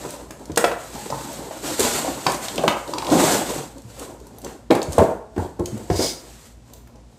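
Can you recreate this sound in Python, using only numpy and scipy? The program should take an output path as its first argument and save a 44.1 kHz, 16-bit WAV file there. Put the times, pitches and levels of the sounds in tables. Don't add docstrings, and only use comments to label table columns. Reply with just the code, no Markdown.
import sys
import numpy as np
from scipy import signal
from scipy.fft import rfft, irfft, next_fast_len
from scipy.io import wavfile
from scipy.ndimage import uniform_filter1d, map_coordinates

SR = 44100
rng = np.random.default_rng(int(sys.argv[2]) if len(sys.argv) > 2 else 0)


def gain_from_decibels(decibels):
    exponent = np.asarray(decibels, float) / 20
    return 10 ** exponent


def transcribe(u):
    v = np.clip(np.atleast_2d(u).T, -1, 1)
    q = np.round(v * 32767).astype(np.int16)
    wavfile.write(sys.argv[1], SR, q)


N = 316637

# t/s, peak level/dB, panel note f/Hz, hardness/0-1
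FLAP_KNOCKS = [
    (0.05, -17, 412, 0.64),
    (0.306, -23.5, 343, 0.75),
    (0.497, -13.5, 330, 0.44),
    (0.573, -2, 550, 0.82),
    (0.641, -2, 571, 0.78),
    (0.714, -15.5, 510, 0.86),
    (0.948, -12.5, 241, 0.1),
    (0.955, -19, 830, .1),
    (1.101, -15, 525, 0.5),
    (1.122, -11.5, 903, 0.37),
]
# t/s, peak level/dB, panel note f/Hz, hardness/0-1
TRAY_KNOCKS = [(1.391, -17.5, 250, .2), (1.509, -18.5, 663, 0.65), (1.862, -9, 670, 0.37),
               (1.792, -5, 382, 0.2), (1.983, -9, 690, 0.31), (2.047, -10.5, 665, 0.45),
               (2.079, -9.5, 607, 0.56), (2.265, -3.5, 1050, 0.79), (2.482, -18, 700, 0.53),
               (2.581, 0, 557, 0.055), (2.637, 0, 566, 0.38), (2.678, -3.5, 912, 0.85),
               (2.73, -14, 700, 0.42), (2.874, -22.5, 940, 0.3), (2.935, -10.5, 1000, .4),
               (2.98, -14, 890, 0.67), (3.024, -12, 974, 0.43), (2.53, -22, 492, 0.067),
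               (3.066, -28, 897, 0.27), (3.093, -10, 560, .3), (3.117, -15, 300, 0.43),
               (3.349, -4.5, 368, .4), (3.17, -4, 300, .35), (3.185, -4.5, 404, 0.57),
               (3.199, -1.5, 1008, 0.58), (3.28, -13, 780, 0.88), (3.308, -14.5, 497, 0.81),
               (3.559, -9, 305, 0.33)]
# t/s, peak level/dB, panel note f/Hz, hardness/0-1, t60/s
BOX_KNOCKS = [(4.089, -21, 339, 0.26, 0.098), (4.202, -29.5, 382, 0, 0.16), (4.462, -17, 376, 0.66, 0.065),
              (4.704, 0, 361, .5, 0.051), (4.711, 5.5, 492, 0.57, 0.025), (4.749, -7.5, 375, 0.68, 0.12),
              (4.82, -14, 584, .3, 0.069), (4.981, 6.5, 659, 0.49, 0.19), (5.014, 4.5, 420, .3, .07),
              (5.363, -18, 358, 0.56, 0.066), (5.377, -3.5, 333, 0.34, 0.043),
              (5.593, -8.5, 330, 0.25, 0.12), (5.719, -22, 216.2, 0.47, 0.48),
              (5.9, -4, 299.4, 0.57, 0.042), (5.992, -0.5, 367, .3, 0.12), (6.236, -24, 354, .1, 0.056),
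              (6.872, -39.5, 237, 0.84, 0.039)]
SOFT_RATTLE_DB, HARD_RATTLE_DB = -39, 3


def unit(x):
    return x / np.sqrt(np.mean(x ** 2) + 1e-20)


def along(points, hz):
    f, v = np.transpose(points)
    return np.interp(np.log(hz + 1), np.log(f + 1), v)


def wobble(rate):
    coarse = np.arange(0, N + 16, 16)
    knots = rng.standard_normal(int(N * rate / SR) + 4)
    return np.interp(np.arange(N), coarse, map_coordinates(knots, [coarse * rate / SR]))


def filtered(x, response):
    m = next_fast_len(len(x) + 8192)
    return irfft(rfft(x, m) * response(np.fft.rfftfreq(m, 1 / SR)), m)[:len(x)]


def peak(f, hz, width):
    return 1j * f * width / (hz * hz - f * f + 1j * f * width)


def knocks(count=26):
    flap_t60_s, tray_t60_s = 0.058, 0.051
    soft_fall_db, hard_fall_db = 27, 5.5
    out = np.zeros(N + SR)
    t = np.arange(SR // 5) / SR
    blows = [(*row, flap_t60_s) for row in FLAP_KNOCKS]
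    blows += [(*row, tray_t60_s) for row in TRAY_KNOCKS]
    blows += [tuple(row) for row in BOX_KNOCKS]
    chance = rng.standard_normal((len(blows), 3, count))
    noise = rng.standard_normal((len(blows), len(t)))
    for (s, db, note_hz, hard, t60), (detune, uneven, sign), hiss in zip(blows, chance, noise):
        fall_db = soft_fall_db + hard * (hard_fall_db - soft_fall_db)
        rattle_db = SOFT_RATTLE_DB + hard * (HARD_RATTLE_DB - SOFT_RATTLE_DB)
        hz = np.geomspace(214, 1488, count) * (1 + 0.021 * detune)
        hz[np.argmin(np.abs(hz - note_hz))] = note_hz
        octaves = np.log2(hz / note_hz) * np.where(hz < note_hz, 2.4, 1)
        level = -fall_db * np.abs(octaves) ** 0.7 + 2.5 * uneven * (hz != note_hz)
        level = level - 22 * np.log2(np.maximum(hz / 980, 1))
        mode_t60 = t60 * (note_hz / hz[:, None]) ** 0.086
        life = gain_from_decibels(level[:, None] - 60 * t / mode_t60)
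        polarity = np.sign(sign + 1.2 - np.abs(octaves))[:, None]
        walls = np.sum(life * polarity * np.sin(2 * np.pi * hz[:, None] * t), axis=0)
        rattle = hiss * gain_from_decibels(-60 * t / (0.63 * t60)) * (1 - np.exp(-t / 0.0033))
        rattle = filtered(rattle, lambda f: peak(f, 1400, 910) * peak(f, 1800, 4300))
        blow = walls / np.abs(walls).max() + gain_from_decibels(rattle_db) * rattle / np.abs(rattle).max()
        attack_s = 0.00065 + 0.0021 * max(1 - hard, 0) ** 2
        contact = 0.44 + 1.02 * hard * np.exp(-t / 0.0044)
        strike = (1 - np.exp(-t / attack_s)) * contact
        out[round(s * SR):][:len(t)] += gain_from_decibels(db) * blow * strike
    return out[:N]


def thuds():
    # t/s, peak level/dB, f/Hz, t60/s
    landings = [(0.058, -25, 158, 0.073), (0.5, -21.5, 82, 0.073), (0.949, -29, 68, 0.086),
                (1.123, -23, 144, 0.085), (1.382, -29, 169, 0.058), (2.263, -14, 154, 0.077),
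                (2.682, -40, 159, 0.06), (3.178, -16, 203, 0.075), (3.288, -28, 144, 0.092),
                (3.571, -30, 146.4, 0.15), (3.843, -31, 108.5, 0.19), (4.091, -41, 113, 0.18),
                (4.748, -20, 209, 0.099), (4.884, -9, 74.6, 0.045), (4.986, -3, 91, 0.057),
                (5.379, -9, 88, 0.072), (5.595, -15, 94, 0.12), (5.72, -19, 116, 0.15),
                (5.903, -5.5, 85.5, 0.11)]
    out = np.zeros(N + SR)
    t = np.arange(SR // 3) / SR
    for s, db, hz, t60 in landings:
        note = np.sin(2 * np.pi * hz * t) + 0.6 * np.sin(2 * np.pi * 1.816 * hz * t)
        fade = gain_from_decibels(db + 0.5 - 60 * t / np.clip(t60, 0.02, 0.6))
        out[round(s * SR):][:len(t)] += fade * note * (1 - np.exp(-t / 0.0053))
    return out[:N]


def effort():
    # t at full speed/s, held/s, fibre level/dB, weight (panel over fibre)/dB
    strokes = [(0.0, 0.14, -40.5, 3.5), (.2, 0.47, -54.5, 10), (.8, 0.076, -42, -25), (0.948, 0.39, -39, 1),
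               (1.31, 0.33, -42.5, 3.5), (1.658, 0.083, -30, -2.5), (1.801, 0.18, -24, -5.5),
               (2.05, 0.3, -36.5, 2.5), (2.3, 0.026, -33, 2.5), (2.445, 0.036, -32, -10),
               (2.52, 0.16, -40, 6.5), (2.78, 0.042, -42, -18), (2.9, 0.23, -41.5, 8),
               (3.134, 0.02, -25.5, 11), (3.199, 0.16, -22, 1), (3.471, .11, -33, 2.5),
               (3.75, 0.092, -57.5, 12), (3.9, 0.054, -49, -1), (3.992, 0.054, -42, 4.5),
               (4.1, 0.025, -62, 15), (4.2, 0.32, -58, 11), (4.459, 0.031, -46, 9.5),
               (4.92, 0.12, -41, 6.5), (5.4, 0.045, -47.5, 11.5), (5.66, 0.34, -49, 7),
               (5.988, 0.037, -34.5, 4), (6.2, 0.26, -49.5, -9), (6.68, 0.095, -58, 5),
               (6.82, 0.19, -78, 22), (7.12, .06, -64.5, 3)]
    speed_up_db_s, slow_down_db_s = 281, 140.5
    edge_db, edge_weight, table_db, table_weight = -19, 0.13, -17, 1
    shake_db, shake_t60_s, shake_fibre_db = -21.5, 0.28, -3
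    t = np.arange(0, N + 128, 128) / SR
    power = 0
    for s, held_s, db, weight_db in strokes:
        swell_db = speed_up_db_s * np.maximum(s - t, 0)
        fade_db = slow_down_db_s * np.maximum(t - s - held_s, 0)
        speed_db = db - swell_db - fade_db
        parts_db = [weight_db, 0, edge_db + edge_weight * weight_db, table_db + table_weight * weight_db]
        power = power + gain_from_decibels(2 * np.add.outer(parts_db, speed_db))
    for s, db, _, hard, *_ in [*FLAP_KNOCKS, *TRAY_KNOCKS, *BOX_KNOCKS]:
        shiver_db = np.where(t > s, db + shake_db - 60 * (t - s) / shake_t60_s, -200)
        bright_db = shake_fibre_db + SOFT_RATTLE_DB * (1 - hard)
        power = power + gain_from_decibels(2 * np.add.outer([0, bright_db, bright_db + 1, -12], shiver_db))
    return [np.interp(np.arange(N) / SR, t, gain) for gain in np.sqrt(power)]


def friction(spectrum, slip_db, catch_db, patchy_db, jerk_db):
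    catches = gain_from_decibels(catch_db * rng.exponential(size=N // 40 + 1)).repeat(40)[:N]
    x = rng.standard_normal(N) * catches * gain_from_decibels(slip_db * (wobble(35) + wobble(130)) + jerk_db)
    z = signal.stft(x, nperseg=1024)[2]
    field = uniform_filter1d(uniform_filter1d(rng.standard_normal(z.shape), 3, 0), 5, 1)
    x = signal.istft(z * gain_from_decibels(patchy_db * unit(field)), nperseg=1024)[1][:N]
    x = filtered(x, lambda hz: gain_from_decibels(along(spectrum, hz)))
    return x / np.sqrt(np.abs(uniform_filter1d(x ** 2, SR // 4)) + 1e-20)


def rubbing():
    # f/Hz, level per Hz/dB
    panel_colour = [(88, -42.5), (150, -14), (248, -8), (286, -5.5), (446, -10.5), (481, -7), (972, -13.5),
                    (1270, -24.5), (1500, -24.5), (1950, -38), (3300, -120)]
    # f/Hz, level per Hz/dB
    fibre_colour = [(1470, -1), (2500, -4), (2700, -3.5), (4310, -1.5), (5310, -4.5), (7890, 2),
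                    (10300, -10.5), (11700, -7.5), (14000, -12), (15350, -20), (15600, -63)]
    # f/Hz, level per Hz/dB
    edge_colour = [(900, -26.5), (1300, 1), (2000, 7), (2800, -3), (4000, -11.5)]
    # f/Hz, level per Hz/dB
    table_colour = [(40, -5), (75, 4.5), (170, 18), (260, -47)]
    panel_gain, fibre_gain, edge_gain, table_gain = effort()
    jerk = wobble(28) + 0.82 * wobble(75)
    panel = friction(panel_colour, slip_db=1.5, catch_db=0.17, patchy_db=3.5, jerk_db=1.7 * jerk)
    fibre = friction(fibre_colour, slip_db=0.16, catch_db=0.7, patchy_db=1.3, jerk_db=1.0 * jerk)
    edge = friction(edge_colour, slip_db=2.9, catch_db=-1.0, patchy_db=2.0, jerk_db=0.52 * jerk)
    table = friction(table_colour, slip_db=-1.0, catch_db=-9.5, patchy_db=1.5, jerk_db=0.67 * jerk)
    return panel_gain * panel + fibre_gain * fibre + edge_gain * edge + table_gain * table


def squeak():
    # t/s, level/dB
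    push = [
        (5.88, -84),
        (5.91, -41.5),
        (5.99, -30),
        (6.03, -23),
        (6.1, -27.5),
        (6.2, -48.5),
        (6.25, -81),
    ]
    # f/Hz, width/Hz, level/dB
    modes = [(2250, 270, 0.5), (4960, 410, 7), (5420, 4800, 4.5), (8300, 1000, -14), (12600, 5400, -18.5)]
    s, db = np.transpose(push)
    level_db = np.interp(np.arange(N) / SR, s, db)
    skid = rng.standard_normal(N) * gain_from_decibels(1.5 * wobble(90))
    song = filtered(skid, lambda f: sum(gain_from_decibels(gain) * peak(f, hz, width) ** 2 for hz, width, gain in modes))
    return gain_from_decibels(level_db) * unit(song)


def ticks():
    # t/s, peak level/dB, centre f/Hz
    tray_ticks = [(0.1053, -21, 8450), (1.33, -23, 12000), (0.308, -23.5, 7640), (0.3945, -40, 7830),
                  (0.4553, -27, 6800), (0.518, -27, 6000), (0.5599, -13, 6860), (0.5752, -1, 7700),
                  (0.6434, -9, 3200), (1.1019, -18.5, 5150), (1.795, -5, 8500), (1.8035, -5.5, 7340),
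                  (1.83, -8, 6860), (1.8864, -20, 7600), (1.9874, -24, 8100), (2.266, -4, 4530),
                  (2.3192, -13.5, 7860), (2.344, -15, 7500), (2.4834, -9.5, 4060), (2.5575, -17.5, 7200),
                  (2.5791, -9, 2930), (2.6363, -20, 7660), (2.6794, -3, 2760), (2.8764, -25.5, 3960),
                  (2.9366, -15, 4500), (2.983, -11.5, 4180), (3.021, -22, 3730), (3.0464, -21, 4020),
                  (3.0678, -15, 3670), (3.1003, -15, 3900)]
    # t/s, peak level/dB, centre f/Hz
    box_ticks = [(3.7813, -31, 7460), (3.8187, -37, 7620), (3.995, -21, 6900), (4.2009, -34.5, 6810),
                 (4.268, -35, 8810), (4.384, -26, 11900), (4.4166, -32, 7740), (4.446, -21, 6800),
                 (4.7066, -10, 3700), (4.7507, -16, 7460), (4.817, -15.5, 4480), (4.8282, -15, 6640),
                 (4.922, -19, 7650), (4.9302, -16, 6900), (4.982, -16.5, 7800), (5.3632, -38, 3190),
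                 (5.3802, -29.5, 7500), (5.5947, -28.5, 7460), (5.6575, -15, 6700), (5.777, -27.5, 7600),
                 (5.901, -25, 5190), (6.7345, -28, 12900), (6.7355, -28.5, 6640), (6.8734, -44, 11900),
                 (6.957, -43, 6000), (7.0738, -58, 3130)]
    tray_t60_s, box_t60_s = 0.011, 0.013
    out = np.zeros(N + SR)
    t = np.arange(SR // 24) / SR
    snaps = [(*row, tray_t60_s) for row in tray_ticks] + [(*row, box_t60_s) for row in box_ticks]
    for (s, db, centre_hz, t60), noise in zip(snaps, rng.standard_normal((len(snaps), len(t)))):
        def colour(f):
            note = peak(f, centre_hz, 0.25 * centre_hz)
            click = peak(f, 0.7 * centre_hz, 1.2 * centre_hz) ** 2 * peak(f, 5100, 9000)
            return note + 0.55 * click

        puff = noise * gain_from_decibels(-60 * t / (1.6 * t60)) * (1 - np.exp(-t / (0.049 * t60)))
        puff = filtered(puff, colour)
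        out[round(s * SR):][:len(t)] += gain_from_decibels(db - 3.5) * puff / np.abs(puff).max()
    return out[:N]


def room(x):
    # f/Hz, t60/s
    decay = [(100, 0.35), (500, 0.49), (1500, 0.59), (4000, 0.3), (10000, 0.42)]
    out = np.zeros(N + SR)
    step = SR // 4
    for start in range(0, N, step):
        hz, t, z = signal.stft(rng.standard_normal(SR * 3 // 5), SR, nperseg=256)
        fade = gain_from_decibels(-60 * t / along(decay, hz)[:, None])
        tail = signal.istft(z * fade, SR, nperseg=256)[1]
        wet = signal.fftconvolve(x[start:start + step], tail / np.linalg.norm(tail))
        out[start + 180:][:len(wet)] += wet
    return out[:N]


def background():
    # f/Hz, rms level/dB
    motors = [(54.706, -53), (58.974, -53), (117.97, -58), (236.1, -63)]
    # f/Hz, level per Hz/dB
    air_colour = [(15, -36), (25, -29), (64, 2), (185, -4.5), (229, -2), (285, -8.5), (695, -15.5),
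                  (1520, -27.5), (7710, -29.5), (15300, -50), (15700, -83)]
    t = np.arange(N) / SR + 0.002
    hum = 0
    for hz, db in motors:
        waver_db = 1.5 * wobble(1.3) * (hz > 100)
        hum = hum + gain_from_decibels(db + 5 + waver_db) * np.cos(2 * np.pi * hz * t)
    air = filtered(rng.standard_normal(N), lambda hz: gain_from_decibels(along(air_colour, hz)))
    return hum + gain_from_decibels(-51) * unit(air)


def scene():
    knock, thud, tick = knocks(), thuds(), ticks()
    rub = rubbing() + squeak()
    wet = room(gain_from_decibels(-2.0) * knock + gain_from_decibels(-3.0) * thud + gain_from_decibels(-4.0) * tick + gain_from_decibels(-9.5) * rub)
    return (knock + thud + tick + rub + wet + background())[None]


def low_pass(x):
    return signal.sosfilt(signal.butter(12, 16140, fs=SR, output="sos"), x)


def record(dry):
    def bass_cut(f):
        return (1j * f / 40) ** 2 / (1 + 1.4j * f / 40 - (f / 40) ** 2)

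    def top_cut(f):
        return 1 / np.sqrt(1 + (f / 15300) ** 140)

    x = filtered(dry[0], lambda f: bass_cut(f) ** 2 * top_cut(f))
    x = x / (1 + np.abs(x / 1.02) ** 12) ** (1 / 12)
    return low_pass(x[None])


dry = scene()
out = record(dry)
transcribe(out)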